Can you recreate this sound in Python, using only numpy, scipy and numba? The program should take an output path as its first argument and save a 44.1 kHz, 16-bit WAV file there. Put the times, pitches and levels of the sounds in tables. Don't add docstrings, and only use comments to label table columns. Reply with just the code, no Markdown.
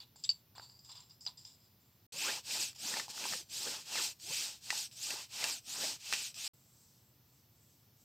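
import sys
import numpy as np
from scipy import signal
from scipy.fft import rfft, irfft, next_fast_len
from scipy.io import wavfile
from scipy.ndimage import uniform_filter1d, map_coordinates
from numba import njit

SR = 44100
rng = np.random.default_rng(int(sys.argv[2]) if len(sys.argv) > 2 else 0)


def attenuation_scalar(level_db):
    decades = np.asarray(level_db, float) / 20
    return 10 ** decades


def log_audio(samples):
    frames = np.atleast_2d(samples).T
    limited = np.clip(frames, -1, 1)
    pcm = np.round(limited * 32767).astype(np.int16)
    wavfile.write(sys.argv[1], SR, pcm)


N = 354563
T = np.arange(N) / SR

# pitch_hz, level_db, undamped t60_s
SHAFT_MODES = [(357, 16, 0.06), (606, -7.5, 0.052), (850, 8, 0.043), (946, 7, 0.028), (1290, 10.5, 0.011),
               (1538, -2.5, 0.031), (1790, 0, 0.036), (1950, -4, 0.063), (2522, 5.5, 0.015),
               (2674, 2.5, 0.045), (2987, 2.5, 0.022)]
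# start_s, level_db, favoured_hz, crack_db (re level_db)
CATCHES = [(2.509, -33, 2680, -8), (2.73, -57, 1560, 8), (2.761, -60, 926, 16), (2.939, -32, 1730, -8),
           (2.969, -33, 1180, -14), (2.997, -30, 1590, -14), (3.081, -42, 853, -10), (3.178, -38, 1400, -8),
           (3.24, -33, 2610, -4), (3.254, -33, 850, -10), (3.325, -32, 1500, -8), (3.335, -32, 1500, -8),
           (3.955, -32, 1300, -6), (4.199, -52, 2700, 4), (4.727, -35, 950, -12), (4.913, -54, 2700, 4),
           (5.105, -28, 2380, -4), (5.137, -43, 450, -10), (5.452, -30, 2800, -10), (6.148, -32, 2690, -8),
           (6.343, -46, 2730, 6), (4.704, -22, 1900, -3), (5.441, -23, 2500, 3), (6.126, -24, 1800, -4),
           (6.136, -24, 2600, -5)]
# sound_out_s, sound_back_s
SILENCES = [(2.066, 2.123), (6.478, 6.535)]


def unit(x):
    return x / np.sqrt(np.mean(x ** 2))


def colour(x, points):
    hz, db = np.transpose(points)
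    size = next_fast_len(len(x))
    bin_hz = np.arange(1, size // 2 + 2) * SR / size
    gain = attenuation_scalar(np.interp(np.log(bin_hz), np.log(hz), db))
    return irfft(rfft(x, size) * gain, size)[:len(x)]


def ring(x, hz, t60_s):
    radius = np.exp(-np.log(1000) / (t60_s * SR))
    angle = 2 * np.pi * hz / SR
    return signal.lfilter([.5, 0, -.5], [1, -2 * radius * np.cos(angle), radius ** 2], x)


@njit
def glide(x, hz, sharp):
    y = np.empty(len(x))
    band, low, k = 0., 0., 1 / sharp
    for i in range(len(x)):
        g = np.tan(np.pi * hz[i] / SR)
        v = (band + g * (x[i] - low)) / (1 + g * (g + k))
        band = 2 * v - band
        low += 2 * g * v
        y[i] = k * v
    return y


def grit(scatter_db):
    boost_db = scatter_db * np.minimum(rng.standard_exponential(N), 4)
    return unit(rng.standard_normal(N) * attenuation_scalar(boost_db))


def walk(rate_hz):
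    hold = int(SR / rate_hz)
    held = np.repeat(rng.standard_normal(N // hold + 1), hold)
    return 1.1 * uniform_filter1d(uniform_filter1d(held, hold), hold)[:N]


def rubbed(modes, lo_hz, hi_hz, damp, scatter_db=2):
    x = grit(scatter_db)
    return unit(sum(attenuation_scalar(db) * unit(ring(x, hz, t60_s * damp))
                    for hz, db, t60_s in modes if lo_hz < hz < hi_hz))


def blow(modes, favour_hz, octaves, damp, contact_ms):
    t = T[:4096]
    y = 0
    for hz, db, t60_s in modes:
        level_chance, pitch_chance, phase_chance = rng.standard_normal(3)
        place = (np.log2(hz / favour_hz) / octaves) ** 2
        decay = np.exp(-place - np.log(1000) * t / (t60_s * damp))
        tone = np.sin(2 * np.pi * hz * (1 + 0.0083 * pitch_chance) * t + .5 * phase_chance)
        y = y + attenuation_scalar(db + 1.6 * level_chance) * decay * tone
    y = y * np.sin(np.pi / 2 * np.clip(t * 1000 / contact_ms, 0, 1)) ** 2
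    return y / np.abs(y).max()


def add(out, s, x):
    i = int(s * SR)
    out[i:i + len(x)] += x[:N - i]


def shed():
    # pitch_hz, level_db (per Hz)
    tone_points = [(15, -53.5), (25, -34), (108, -2), (175, -10), (503, -23), (659, -24), (840, -24.5),
                   (911, -24.5), (1700, -30), (3720, -27.5), (5140, -27), (5730, -28.5), (8360, -42.5),
                   (14000, -21), (16000, -30)]
    # pitch_hz, side_minus_mid_db
    side_points = [(60, -20.5), (110, -25.5), (200, -22.5), (380, -16.5), (700, -13.5), (1290, -11),
                   (2380, -8.5), (4400, -10), (8120, 2.5), (15000, -14.5)]
    mid = unit(colour(rng.standard_normal(N), tone_points))
    side = colour(unit(colour(rng.standard_normal(N), tone_points)), side_points)
    hum = attenuation_scalar(-9.5 + 2.1 * walk(3.7)) * unit(ring(rng.standard_normal(N), 119, 0.17))
    return attenuation_scalar(-68) * (mid + hum + side * np.array([[1], [-1]]))


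def scrapes():
    # start_s, length_s, main_ring_db, upper_ring_db, lower_ring_db, shaft_db
    drags = [(0, 0.045, -64, -71, -56, -68), (0.157, 0.22, -65, -64.5, -72, -80),
             (0.242, 0.033, -78, -58.5, -51, -90), (0.29, 0.049, -76, -68, -59, -71),
             (0.554, 0.094, -72, -64.5, -59.5, -61.5), (0.615, 0.16, -59, -66, -78, -73.5),
             (0.79, 0.062, -60, -68, -85, -90), (0.844, 0.1, -62, -64, -70, -75),
             (0.89, 0.059, -54, -64, -61, -63.5), (0.913, 0.035, -56, -57, -54.5, -70),
             (.95, 0.091, -56.5, -60.5, -57.5, -63.5), (1.095, 0.065, -60.5, -68, -70, -76),
             (1.205, 0.085, -56, -59.5, -82, -80), (1.26, 0.048, -54, -64, -54, -60.5),
             (1.371, 0.089, -55.5, -60.5, -67, -78), (1.446, 0.11, -58, -59.5, -63.5, -77),
             (1.6, 0.15, -73, -77, -82, -90), (1.8, .25, -84, -79.5, -92, -87)]
    attack_s, sag_db, t60_s = 0.0036, 11, 0.22
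    power = 0
    for s, length_s, *ring_db in drags:
        t = T - s
        fall_db = sag_db * np.clip(t / length_s, 0, 1) + 60 * np.maximum(t - length_s, 0) / t60_s
        envelope = np.clip(t / attack_s, 0, 1) * attenuation_scalar(-fall_db)
        power = power + (attenuation_scalar(np.array(ring_db)[:, None]) * envelope) ** 2
    return np.sqrt(power)


def seating():
    # pitch_hz, level_db, undamped t60_s
    stone_modes = [(2880, -26.5, 0.11), (3067, -29, 0.081), (3504, -16, 0.038), (3690, -20.5, 0.15),
                   (3950, -17.5, 0.073), (4160, -23, 0.12), (4605, -3.5, 0.14), (4930, 1, 0.13),
                   (6056, -4.5, 0.095), (6030, -18, 0.048), (7270, -12.5, 0.036), (7560, -12.5, 0.2)]
    # time_s, pitch_hz
    grip = [(0, 4560), (.21, 4970), (.26, 4600), (.68, 4590), (.81, 4880), (1.2, 5100), (1.31, 4960),
            (1.5, 5040), (1.8, 4840)]
    # start_s, main_ring_peak_db, favoured_hz, upper_ring_db, shaft_db (both re main ring)
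    clicks = [(0.002, -41.5, 4400, -20, -36), (0.018, -49, 4520, -28, -40), (0.159, -58, 4600, -5, 0),
              (0.238, -35, 4920, 1.5, -43.5), (0.2424, -30.5, 4700, -21, -38), (0.249, -36, 3530, 3, -33),
              (0.2912, -17, 4540, -26, -45), (0.2943, -37, 4570, -34, -44),
              (0.3002, -26.5, 4280, -8.5, -33.5), (0.305, -35, 4500, -28, -37.5),
              (0.3119, -29.5, 4400, -15, -34.5), (0.552, -53.5, 4520, -14, 0),
              (0.5806, -43.5, 4600, -11, 0.5), (0.5967, -46.5, 4550, -23.5, 6.5),
              (0.697, -46, 4460, -26, -15), (0.7903, -55, 4990, -18, -26), (0.8877, -55, 4890, -21, -7),
              (0.9763, -46, 4870, -36, -16), (1.0042, -49, 5120, 0, -19), (1.1092, -50, 5100, -22, -25),
              (1.209, -49.5, 5200, -17.5, -35.5), (1.2511, -45, 5230, -4, -28),
              (1.2642, -27.5, 5350, -28, -20), (1.273, -32.5, 4130, -23.5, -17),
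              (1.3768, -55, 4930, -8, -30), (1.4506, -40, 5380, -20, -20)]
    main_hz = np.interp(T, *np.transpose(grip))
    on_main, on_upper, on_lower, on_shaft = scrapes()
    main = unit(glide(glide(grit(3), main_hz, 15.0), main_hz, 4.2))
    upper = rubbed(stone_modes, 6500, 9000, 0.27)
    lower = rubbed(stone_modes, 2400, 4400, 0.26)
    shaft = rubbed(SHAFT_MODES, 900, 1100, 0.51)
    grind = on_main * main + on_upper * upper + on_lower * lower + on_shaft * shaft
    out = attenuation_scalar(2 * walk(58.56)) * grind
    for s, db, hz, upper_db, shaft_db in clicks:
        hit = blow(stone_modes, hz, 0.12, 0.25, 1.1)
        hit = hit + attenuation_scalar(upper_db) * blow(stone_modes, 6890, 0.11, 0.555, 0.93)
        hit = hit + attenuation_scalar(-15.5) * blow(stone_modes, 3110, 0.18, 0.13, 1.0)
        hit = hit + attenuation_scalar(shaft_db) * blow(SHAFT_MODES, 1230, 0.42, 0.44, 0.97)
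        add(out, s, attenuation_scalar(db) * hit)
    return out


def sweep(s, length_s, fastest=0.42):
    u = np.clip((T - s) / length_s, 0, 1)
    bend = np.log(.5) / np.log(np.clip(fastest, .2, .8))
    return np.abs(np.sin(np.pi * u ** bend))


def strokes():
    # start_s, length_s, rasp_db, fastest_share, judder_db, bending_db
    moves = [(2.024, 0.4, -41, 0.61, -4, -10), (2.426, 0.31, -40.5, 0.52, -7.5, -13),
             (2.763, 0.33, -42.5, 0.46, -4.5, -10.5), (3.079, 0.37, -39.5, .58, -7.5, -12.5),
             (3.485, 0.37, -40.5, .44, -7, -12), (3.811, 0.33, -38, 0.64, -3.5, -15),
             (4.184, 0.42, -41.5, 0.44, -10.5, -20), (4.598, 0.29, -40, 0.59, -10.5, -24),
             (4.934, 0.35, -42.5, 0.48, -8.5, -16.5), (5.271, 0.34, -39.5, 0.59, -7, -17.5),
             (5.63, 0.36, -40, 0.54, -7.5, -12.5), (5.968, 0.37, -41, .56, -12.5, -21.5),
             (6.341, 0.37, -41, 0.42, -11, -21.5)]
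    turn_lag_ms = [0.62, -.2, 0.446, -.25, .72, -0.38, 0.776, -.25, .42, -.25, .4, -.25, 0.422, -0.059]
    # start_s, length_s, rasp_db
    jerks = [(2.745, 0.035, -56), (3.086, 0.041, -47.5), (4.912, 0.044, -56), (6.34, 0.032, -54.5),
             (2.59, 0.068, -42)]
    speed_law, rest_db = 1.23, -72.5
    surge_db, surge_s = -9.5, 0.0062
    shake_law = 0.29
    fade_lag_ms, fade_limit_ms = 0.079, 0.2
    judder_db_per_ms, bend_db_per_ms = 45.5, 35

    power, lag_ms = attenuation_scalar(rest_db) ** 2, turn_lag_ms[0]
    for (s, length_s, db, fastest, _, _), move_ms in zip(moves, np.diff(turn_lag_ms)):
        speed = sweep(s, length_s, fastest)
        power = power + (attenuation_scalar(db) * speed ** speed_law) ** 2
        lag_ms = lag_ms + move_ms * np.cumsum(speed) / speed.sum()
    for s, length_s, db in jerks:
        power = power + (attenuation_scalar(db) * sweep(s, length_s)) ** 2
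    for s, db, _, _ in CATCHES:
        surge = (T > s) * np.exp(-np.abs(T - s) / surge_s)
        power = power + (attenuation_scalar(db + surge_db) * surge) ** 2

    rows = np.array(moves)
    now = np.maximum(np.searchsorted(rows[:, 0], T) - 1, 0)
    out_ms = np.clip(lag_ms - fade_lag_ms, 0, fade_limit_ms)
    shake_db = shake_law * (10 * np.log10(power) - rows[now, 2])
    judder_db = shake_db + rows[now, 4] - judder_db_per_ms * out_ms
    bend_db = shake_db + rows[now, 5] - bend_db_per_ms * out_ms
    return np.sqrt(power), lag_ms, judder_db, bend_db


def fibre_rasp(lag_ms):
    # pitch_hz, level_db (per Hz)
    rasp_points = [(1000, -44), (1600, -11), (2150, -19), (2600, -6), (3250, -1), (3600, 0), (4950, 5),
                   (6250, 0.5), (8150, 0.5), (9850, -11.5), (12000, -9.5), (14000, -10.5), (15400, -14.5),
                   (16000, -38)]
    rasp = colour(grit(2.3), rasp_points)
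    body = unit(colour(rasp, [(8800, -20.5), (10000, -34)]))
    body = body + attenuation_scalar(-9.5 + 3.1 * walk(12)) * rubbed(SHAFT_MODES, 2200, 3200, .5)
    dust = unit(colour(rasp, [(8800, -41.5), (10000, -29.5)]))
    bright = attenuation_scalar(1.59 * walk(40) + 1.04 * walk(13)) * (unit(body) + attenuation_scalar(-12.5) * dust)
    turned = -signal.hilbert(bright, next_fast_len(N)).imag[:N]
    turned = colour(turned, [(2500, -16.5), (7000, 6)])
    share = .36 * np.clip((lag_ms - .1) / .1, 0, 1)
    delay = (lag_ms + 0.013 * walk(60)) * SR / 1000
    tip = map_coordinates(turned, [np.arange(N) - delay], order=3)
    return (bright + share * tip) / np.sqrt(1 + share ** 2)


def bending(lag_ms):
    # multiple of lowest pitch, level_db
    overtone_rows = [(3.2, 0), (6.3, -2)]
    free_cm = 10.28 + (.17 * np.logaddexp(0, lag_ms / .17) - .15) / 0.0421
    hz = np.minimum(56000 / free_cm ** 2, 1500.)
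    slips = grit(3.45) * attenuation_scalar(7.8 * walk(50))
    lowest = unit(glide(glide(slips, hz, 4.3), hz, 0.58) / np.sqrt(hz))
    overtones = 0
    for k, db in np.array(overtone_rows):
        tone = glide(glide(slips, k * hz, 12.), k * hz, 3.) / np.sqrt(k * hz)
        overtones = overtones + attenuation_scalar(db) * tone
    return lowest, unit(overtones)


def knock(out, s, db, hz, crack_db):
    thud = colour(blow(SHAFT_MODES, hz, 0.51, 0.75, 1100 / hz), [(150, -28), (500, 0)])
    crack = signal.lfilter([1, -1], 1, rng.standard_normal(2048)) * np.exp(-T[:2048] / 0.00178)
    crack = ring(ring(crack, 4500, 0.00129), 4700, 0.001)
    add(out, s, attenuation_scalar(db) * thud)
    add(out, s, attenuation_scalar(db + crack_db) * crack / np.abs(crack).max())


def sanding():
    gain, lag_ms, judder_db, bend_db = strokes()
    bright = fibre_rasp(lag_ms)
    bend, overtones = bending(lag_ms)
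    judder = attenuation_scalar(3.0 * walk(45)) * rubbed(SHAFT_MODES, 500, 2200, 0.41)
    judder = unit(judder) + attenuation_scalar(1) * overtones
    rub = unit(colour(grit(5), [(100, -23), (180, 0), (600, -1.5), (900, -27.5)]))
    out = gain * (bright + attenuation_scalar(judder_db) * unit(judder) + attenuation_scalar(bend_db) * unit(bend + attenuation_scalar(-2) * rub))
    for s, db, hz, crack_db in CATCHES:
        knock(out, s, db, hz, crack_db)
    return out


def palm():
    # time_s, hiss_db, upper_band_db (re hiss)
    slide = [(6.54, -85.5, 15.5), (6.548, -79.5, 2), (6.822, -72, 2), (6.972, -74, -3.5), (7.094, -89, 8.5),
             (7.21, -84, -8), (7.336, -80.5, 4), (7.398, -76.5, -3), (7.478, -86, -3), (7.604, -79, 3),
             (7.682, -79.5, 4), (7.704, -75, 1), (7.928, -84.5, -8), (8.008, -73.5, -0.5), (8.04, -79, 5)]
    s, hiss_db, upper_db = np.transpose(slide)
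    db = np.interp(T, s, hiss_db, -150, -150)
    low = unit(colour(grit(1.5), [(2500, -27), (4000, -7.0), (5200, -1.0), (6500, -0.5), (7500, -15.5)]))
    high = unit(colour(grit(1.7), [(6500, -29), (7200, 2.0), (7800, 3), (8700, -4.5), (9300, -17.5)]))
    return attenuation_scalar(db) * (low + attenuation_scalar(np.interp(T, s, upper_db)) * high)


def scene():
    t = T[:SR // 4]
    tail = rng.standard_normal(len(t)) * np.exp(-np.log(1000) * t / 0.14) * (t > .004)
    tail = tail / np.sqrt(np.sum(tail ** 2))
    part = np.searchsorted([np.mean(silence) for silence in SILENCES], T)
    out = shed()
    for k, hand in enumerate([seating(), sanding(), palm()]):
        wet = signal.oaconvolve(hand, tail)[:N]
        out = out + (part == k) * (hand + attenuation_scalar(-13.5) * wet)
    return out


def top_cut(x):
    return signal.sosfilt(signal.butter(12, 16170, fs=SR, output="sos"), x)


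def record(dry):
    fade_s = 0.0013
    gate = 1
    for out_s, back_s in SILENCES:
        gate = gate * np.clip(np.maximum(out_s - T, T - back_s) / fade_s + 1, 0, 1) ** 2
    return top_cut(dry * gate)


dry = scene()
out = record(dry)
log_audio(out)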